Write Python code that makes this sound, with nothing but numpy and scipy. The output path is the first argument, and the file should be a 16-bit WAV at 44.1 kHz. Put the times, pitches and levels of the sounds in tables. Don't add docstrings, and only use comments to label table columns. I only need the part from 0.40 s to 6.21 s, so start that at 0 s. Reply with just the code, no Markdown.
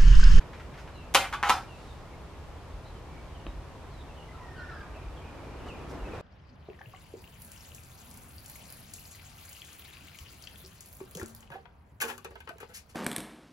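import sys
import numpy as np
from scipy import signal
from scipy.fft import rfft, irfft, next_fast_len
from scipy.io import wavfile
from scipy.ndimage import uniform_filter1d

SR = 44100
rng = np.random.default_rng(int(sys.argv[2]) if len(sys.argv) > 2 else 0)


def master_out(mix):
    frames = np.transpose(np.atleast_2d(mix))
    ceiling = np.clip(frames, -1, 1)
    pcm = np.round(ceiling * 32767).astype(np.int16)
    wavfile.write(sys.argv[1], SR, pcm)


N = 256333
T = np.arange(N) / SR

# f/Hz, level/dB
AIR_TONE = [(20, -18.5), (38, -2.5), (55, 0), (82, 0.5), (100, -7), (125, -7), (160, -8), (200, -17),
            (400, -17), (1000, -19), (1500, -27), (3000, -33.5), (12400, -51.5), (14500, -59), (15500, -80)]
# f/Hz, level/dB
CLOTH_TONE = [(60, -7.5), (150, -2), (350, -1), (650, -6), (1200, -10.5), (2500, -23.5), (5000, -35),
              (14000, -50), (15500, -66)]
# t/s, level/dB
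CHORUS_LEVELS = [(0, -66), (1.5, -85), (3.5, -86), (4.6, -66.5), (5.8, -72)]
# t/s, level/dB, centre f/Hz, rise time/s
HANDLING_TICKS = [(0.008, -47, 1800, 0.0018), (0.13, -45.5, 2070, 0.002), (0.198, -47, 1860, 0.00089),
                  (0.338, -46, 1930, 0.0022), (0.375, -45, 2180, 0.003), (0.475, -44, 1480, 0.0005),
                  (4.556, -41, 770, 0.0073), (5.257, -34.5, 944, 0.0094), (5.508, -39.5, 600, 0.0024),
                  (5.732, -36, 557, 0.0033), (5.75, -41.5, 1390, 0.0018)]
# middle t/s, half length/s, level/dB, centre f/Hz
SOFT_SCRAPES = [(0.19, 0.055, -63, 2400), (0.398, 0.025, -64, 5500), (1.421, 0.19, -66, 4070),
                (5.283, 0.016, -61, 3950), (5.506, 0.023, -60.5, 5300)]
# t/s, length/s, start f/Hz, end f/Hz, level/dB, roughness 0-1
SMALL_BIRD_CHIRPS = [(0.539, 0.11, 2950, 2650, -57.5, 0.3), (0.529, 0.085, 4240, 3920, -62.5, 0.4),
                     (1.277, 0.08, 2940, 2600, -55, 0.25), (1.479, 0.052, 3900, 3600, -59, 0.4),
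                     (1.71, 0.053, 2300, 2130, -61, 0.14), (2.439, 0.074, 4230, 3860, -61.5, 0.6),
                     (2.545, 0.048, 3210, 2950, -64, .4), (2.692, 0.152, 2330, 2240, -61, 0.5),
                     (2.947, 0.026, 3240, 2880, -55, 0.1), (2.99, 0.026, 3150, 2750, -60, .1),
                     (3.51, 0.064, 4410, 3930, -64.5, 0.5), (3.578, 0.052, 3900, 3600, -60, 0.6),
                     (3.68, 0.045, 2830, 2580, -60, 0.2), (3.76, 0.08, 3060, 2820, -56, 0.45),
                     (3.866, 0.058, 2164, 1980, -55.5, 0.61), (4.157, 0.032, 3250, 2750, -60, 0.3),
                     (4.53, 0.058, 2750, 2590, -57, .75), (4.765, 0.042, 3380, 3030, -57, 0.55),
                     (4.845, 0.047, 2600, 2450, -58, 0.3), (4.97, 0.044, 2280, 2200, -63, 0.47),
                     (5.193, 0.065, 2935, 2700, -57.5, 0.78), (5.279, 0.05, 3120, 2440, -48, 0.1),
                     (5.335, 0.045, 2490, 2350, -55.5, .2), (5.592, 0.023, 2960, 2750, -57, .3),
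                     (5.643, 0.043, 2710, 2480, -53, 0.34), (5.716, 0.026, 2560, 2400, -50, 0.3)]
# t/s, length/s, start f/Hz, end f/Hz, level/dB, roughness 0-1
HOARSE_BIRD_NOTES = [(3.931, 0.037, 1400, 1297, -52, 0.65), (3.978, 0.06, 1083, 940, -50, 0.47),
                     (4.009, 0.14, 1930, 1820, -53, 0.31), (4.15, 0.1, 1525, 1423, -46.5, 0.5),
                     (4.19, 0.075, 1863, 1782, -49, 0.5), (4.28, 0.075, 1543, 1232, -46.5, 0.51),
                     (4.276, .17, 1790, 1572, -50, 0.64), (4.349, 0.13, 1280, 1180, -52.5, 0.42)]
# t/s, level/dB, box pitch as a ratio, centre f/Hz,
# bass/dB, upper ring/dB, treble/dB (these three against the centre), rattle/dB (against the blow)
BOX_KNOCKS = [(0.74, -7, 1.1, 1300, -1, 2, 18, 12), (0.7473, 10, 1.1, 750, -2, 0.5, 9.5, 4),
              (0.7516, 13.5, 1, 750, -0.5, -0.5, -1.5, 1), (0.758, 7, 0.93, 750, -1, 3, -1, 3),
              (0.838, -5, 1.02, 1110, -22, 0, -23, 18), (0.926, -2.5, 1.07, 1410, -21, -12, -17, 14),
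              (0.9338, -2.5, 1.1, 1180, -23, -7, -14.5, 15.5), (1.0281, 1, 0.78, 1360, -13, -10, -16, 2.5),
              (1.0348, 3, 0.955, 1580, -12, -11.5, -27, -2.5), (1.0887, -3, 1.15, 1300, -11, 0, -2, 12),
              (1.0954, 8.5, 0.87, 1240, -6.5, -7, -4, -0.5), (1.1005, 5, 0.86, 1280, -10.5, -6.5, -10, 2.5),
              (1.1039, 10.5, 0.958, 1250, -15.5, -16, -17, -5)]
# f/Hz, width/Hz, level/dB (against the crack)
BOX_RINGS = [(533, 50, 14), (785, 56, 6.5), (875, 68, 0), (1049, 36, 9), (1140, 50, -1), (1358, 116, 2),
             (1530, 53, -6), (1905, 60, -2), (2070, 51, -1), (2280, 71, 0), (2796, 67, 1), (3070, 65, -3),
             (3196, 65, 2), (3560, 67, -3), (4020, 60, -1), (4500, 55, -12)]
# f/Hz, level/dB
CRACK_TONE = [(80, -16), (200, -5), (340, -4), (450, -8.5), (685, -3.5), (790, 5.5), (950, 0.5), (1400, -1),
              (2000, 0), (2700, 0), (3600, -3.5), (5000, -8.5), (6500, -9), (8000, -14.5), (12500, -18),
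              (15500, -46)]
# f/Hz, level/dB
DRAG_TONE = [(500, -7), (1300, 4), (2500, -5), (10000, -8)]
# middle t/s, level/dB
LOW_THUMPS = [(2.354, -35.5), (3.092, -32.5), (3.178, -34), (4.522, -36), (4.683, -32), (5.635, -30.5)]
# f/Hz, level/dB, time to fade by 60 dB/s
SNAP_RINGS = [(340, -34, 0.057), (564, -26, 0.009), (1110, -26.5, 0.0085), (1660, -37, 0.011),
              (2600, -27.5, 0.0054), (2920, -28.5, 0.0046), (3790, -54, 0.14)]
# f/Hz, level/dB
SNAP_TONE = [(3500, -0.5), (7000, -9), (15000, -24)]
# f/Hz, side level/dB (against the middle)
BOX_STEREO = [(100, -27), (300, -17), (700, -25), (1300, -16.5), (2400, -12.5), (4400, -5.5), (8000, 1),
              (14000, 7)]
# f/Hz, side level/dB (against the middle)
AIR_STEREO = [(60, -17), (110, -15), (200, -10), (380, -8), (700, -11), (1290, -8), (2380, -3.5),
              (4400, -1), (15000, 1)]


def undb(db):
    return 10 ** (np.asarray(db) / 20)


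def unit(x):
    return x / np.sqrt(np.mean(x ** 2))


def unit_energy(x):
    return x / np.sqrt(np.sum(x ** 2))


def add(track, s, x):
    i = max(int(s * SR), 0)
    track[i:i + len(x)] += x[:N - i]


def gain_curve(points, size):
    hz, db = np.transpose(points)
    return undb(np.interp(np.log(np.fft.rfftfreq(size, 1 / SR) + 1), np.log(hz), db))


def colour(x, points):
    size = next_fast_len(len(x) + 2048, real=True) // 2 * 2
    cepstrum = irfft(np.log(gain_curve(points, size)))
    cepstrum[1:size // 2] *= 2
    cepstrum[size // 2 + 1:] = 0
    return irfft(rfft(x, size) * np.exp(rfft(cepstrum)))[:len(x)]


def even(x):
    hz = np.fft.rfftfreq(len(x), 1 / SR)
    power = uniform_filter1d(np.abs(rfft(x)) ** 2, int(90 / hz[1]))
    excess_db = 10 * np.log10(power / power.mean() + 1e-9)
    return unit_energy(colour(x, np.column_stack([hz + 1, -excess_db])))


def band(x, hz, spread):
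    return signal.sosfilt(signal.butter(1, [hz / spread, hz * spread], "band", fs=SR, output="sos"), x)


def walk(rate, size):
    turns = rng.standard_normal(4096)
    return np.interp(np.arange(size) / SR * rate, np.arange(len(turns)), turns)


def grit(size, scatter_db):
    return unit(rng.standard_normal(size) * undb(scatter_db * np.minimum(rng.exponential(size=size), 5)))


def echo(fade_s, treble_fade_s, build_s):
    t = T[:SR // 2]
    low, high = (signal.sosfilt(signal.butter(2, 2500, kind, fs=SR, output="sos"),
                                rng.standard_normal(len(t))) for kind in ("low", "high"))
    fading = low * 1e-3 ** (t / fade_s) + high * 1e-3 ** (t / treble_fade_s)
    return unit_energy(fading * (1 - np.exp(-t / build_s)))


def convolve(x, response):
    return signal.fftconvolve(x, response)[:len(x)]


def stereo(mid, side, width):
    size = next_fast_len(N, real=True)
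    side = irfft(1j * gain_curve(width, size) * rfft(side, size), size)[:N]
    return np.array([mid + side, mid - side])


def outdoors(level_db=-44.5, sway_db=1):
    mid, side = (unit(colour(rng.standard_normal(N), AIR_TONE)) for _ in range(2))
    sway = band(mid, hz=39, spread=1.05) * (undb(sway_db * walk(20, N)) - 1)
    return undb(level_db) * stereo(mid + sway, side, AIR_STEREO)


def clothes(crouch_db=-55.5, bend_end_s=0.55, rise_start_s=4.12):
    bend_db = 6.5 * np.maximum(bend_end_s - T, 0)
    rise_db = 7.5 * np.maximum(T - rise_start_s, 0)
    gain = undb(crouch_db + bend_db + rise_db + walk(22, N))
    mid, side = (gain * unit(colour(grit(N, scatter_db=2.5), CLOTH_TONE)) for _ in range(2))
    return stereo(mid, side, AIR_STEREO)


def whistle(length_s, start_hz, end_hz, rough):
    size = int(length_s * SR)
    progress = np.linspace(0, 1, size)
    waver = 0.008 * walk(130, size) + 0.12 * rough ** 2 * walk(590, size)
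    hz = (end_hz + (start_hz - end_hz) * (1 - progress) ** 1.393) * (1 + waver)
    phase = 2 * np.pi * np.cumsum(hz) / SR
    overtones = walk(700, size) * (np.sin(2 * phase) + np.sin(3 * phase))
    tone = np.sin(phase) + (start_hz < 2000) * rough * undb(-10) * overtones
    swell = 2 * np.sqrt(progress * (1 - progress))
    flutter = unit(undb(5 * rough * walk(148, size)))
    return swell * flutter * tone


def far_chorus(count=260, lowest_hz=2350, range_hz=600):
    out = np.zeros(N)
    for when, pitch, length in rng.random((count, 3)):
        hz = lowest_hz + range_hz * pitch ** 2
        cheep = whistle(0.012 + 0.027 * length, hz, hz, rough=0.686)
        add(out, when * N / SR, undb(-4 * pitch) * cheep)
    return unit(out) * undb(np.interp(T, *np.transpose(CHORUS_LEVELS)))


def birds(echo_db=-4):
    out = np.zeros(N)
    for s, length_s, start_hz, end_hz, db, rough in SMALL_BIRD_CHIRPS + HOARSE_BIRD_NOTES:
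        add(out, s, undb(db) * whistle(length_s, start_hz, end_hz, rough))
    out += far_chorus()
    mid, side = (undb(echo_db) * convolve(out, echo(0.63, 0.2, build_s=0.0013)) for _ in range(2))
    return stereo(out + mid, side, AIR_STEREO)


def ticks(decay_s=0.018):
    t, out = T[:SR // 8], np.zeros(N)
    for s, db, hz, rise_s in HANDLING_TICKS:
        tone = [(hz / 4, -18), (hz / 1.34, 0), (hz, -2), (hz * 3, -25), (15000, -52)]
        tick = unit(colour(grit(len(t), scatter_db=2), tone))
        add(out, s, undb(db) * tick * (1 - np.exp(-t / rise_s)) * np.exp(-t / decay_s))
    return out


def scrapes():
    out = np.zeros(N)
    for s, half_s, db, hz in SOFT_SCRAPES:
        tone = [(hz / 5, -25), (hz / 2, -9), (hz, 0), (hz * 1.25, -7), (hz * 2.4, -14), (16000, -32)]
        hiss = unit(colour(grit(SR, scatter_db=2), tone))
        start_s = max(s - 0.5, 0)
        swell = np.exp(-((start_s + T[:SR] - s) / half_s) ** 2)
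        add(out, start_s, undb(db) * hiss * swell)
    return out


def box_tap(pitch):
    t = T[:SR // 4]
    rings = sum(undb(db) * 2 * np.pi * width / SR * np.exp(-np.pi * width * t)
                * np.cos(2 * np.pi * hz * pitch * t) for hz, width, db in BOX_RINGS)
    return unit_energy(colour(signal.unit_impulse(len(t)) + rings, CRACK_TONE))


def box_knocks(crush_s=0.0008):
    t, out = T[:SR // 4], np.zeros(N)
    for s, db, pitch, hz, bass_db, upper_db, treble_db, rattle_db in BOX_KNOCKS:
        blow = rng.standard_normal(len(t)) * np.exp(-t / crush_s)
        rattle_s = 0.0016 * undb(rattle_db)
        rattle = grit(len(t), scatter_db=3.5) * t * np.exp(-2 * t / rattle_s)
        push = even(unit_energy(blow) + undb(rattle_db) * unit_energy(rattle))
        tone = [(hz / 1.94, bass_db), (hz / 1.46, bass_db / 3), (hz, 0),
                (hz * 1.68, upper_db), (12000, treble_db)]
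        knock = convolve(colour(push, tone), box_tap(pitch))
        add(out, s, undb(db) * unit_energy(knock))
    return out


def porch(x, scatter_db=-1, ring_db=-3):
    versions = []
    for _ in range(2):
        scatter = undb(scatter_db) * echo(0.041, 0.064, build_s=0.001)
        ring = undb(ring_db) * echo(0.3, 0.28, build_s=0.0034)
        versions.append(convolve(x, even(signal.unit_impulse(SR // 2) + scatter + ring)))
    mid, side = versions
    return stereo(mid, side, BOX_STEREO)


def box_drag(start_s=1.034, rise_s=0.0051, hold_s=0.047, swell_db_per_s=86, release_db_per_s=480):
    rubbing = colour(convolve(grit(N, scatter_db=2), box_tap(pitch=0.94)), DRAG_TONE)
    age = np.maximum(T - start_s, 0)
    held = np.minimum(age, hold_s)
    level_db = -33.5 + swell_db_per_s * held - release_db_per_s * (age - held)
    return unit(rubbing) * np.minimum(age / rise_s, 1) * undb(level_db)


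def stick_zing(start_s=1.117, hz=5000, level_db=-28, decay_s=0.008):
    t, out = T[:SR // 4], np.zeros(N)
    zing = band(band(grit(len(t), scatter_db=6), hz, spread=1.08), hz, spread=1.08)
    add(out, start_s, undb(level_db) * unit(zing) * np.exp(-t / decay_s))
    return out


def thumps(hz=50, half_s=0.022):
    out = sum(undb(db) * np.exp(-((T - s) / half_s) ** 2) * np.cos(2 * np.pi * hz * (T - s))
              for s, db in LOW_THUMPS)
    return np.array([out, out])


def snap(start_s=3.0665, rise_s=0.00042):
    t, out = T[:SR // 4], np.zeros(N)
    rings = sum(undb(db) * np.sin(2 * np.pi * hz * t) * 1e-3 ** (t / fade_s)
                for hz, db, fade_s in SNAP_RINGS)
    add(out, start_s, colour(rings * (1 - np.exp(-t / rise_s)), SNAP_TONE))
    return out


def small_sounds(echo_db=-4):
    handling, crack = ticks() + scrapes(), snap()
    echoing = undb(echo_db) * (handling + undb(-5) * crack)
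    mid, side = (convolve(echoing, echo(0.2, 0.26, build_s=0.0023)) for _ in range(2))
    return stereo(handling + crack + mid, side, AIR_STEREO)


def scene():
    matchbox = box_knocks() + stick_zing() + box_drag()
    return porch(matchbox) + small_sounds() + birds() + thumps() + clothes() + outdoors()


def record(dry, ceiling=0.8, top_hz=16000):
    rounded = ceiling * np.tanh(dry / ceiling)
    return signal.sosfilt(signal.ellip(10, 0.2, 80, top_hz, fs=SR, output="sos"), rounded)


dry = scene()
out = record(dry)
master_out(out)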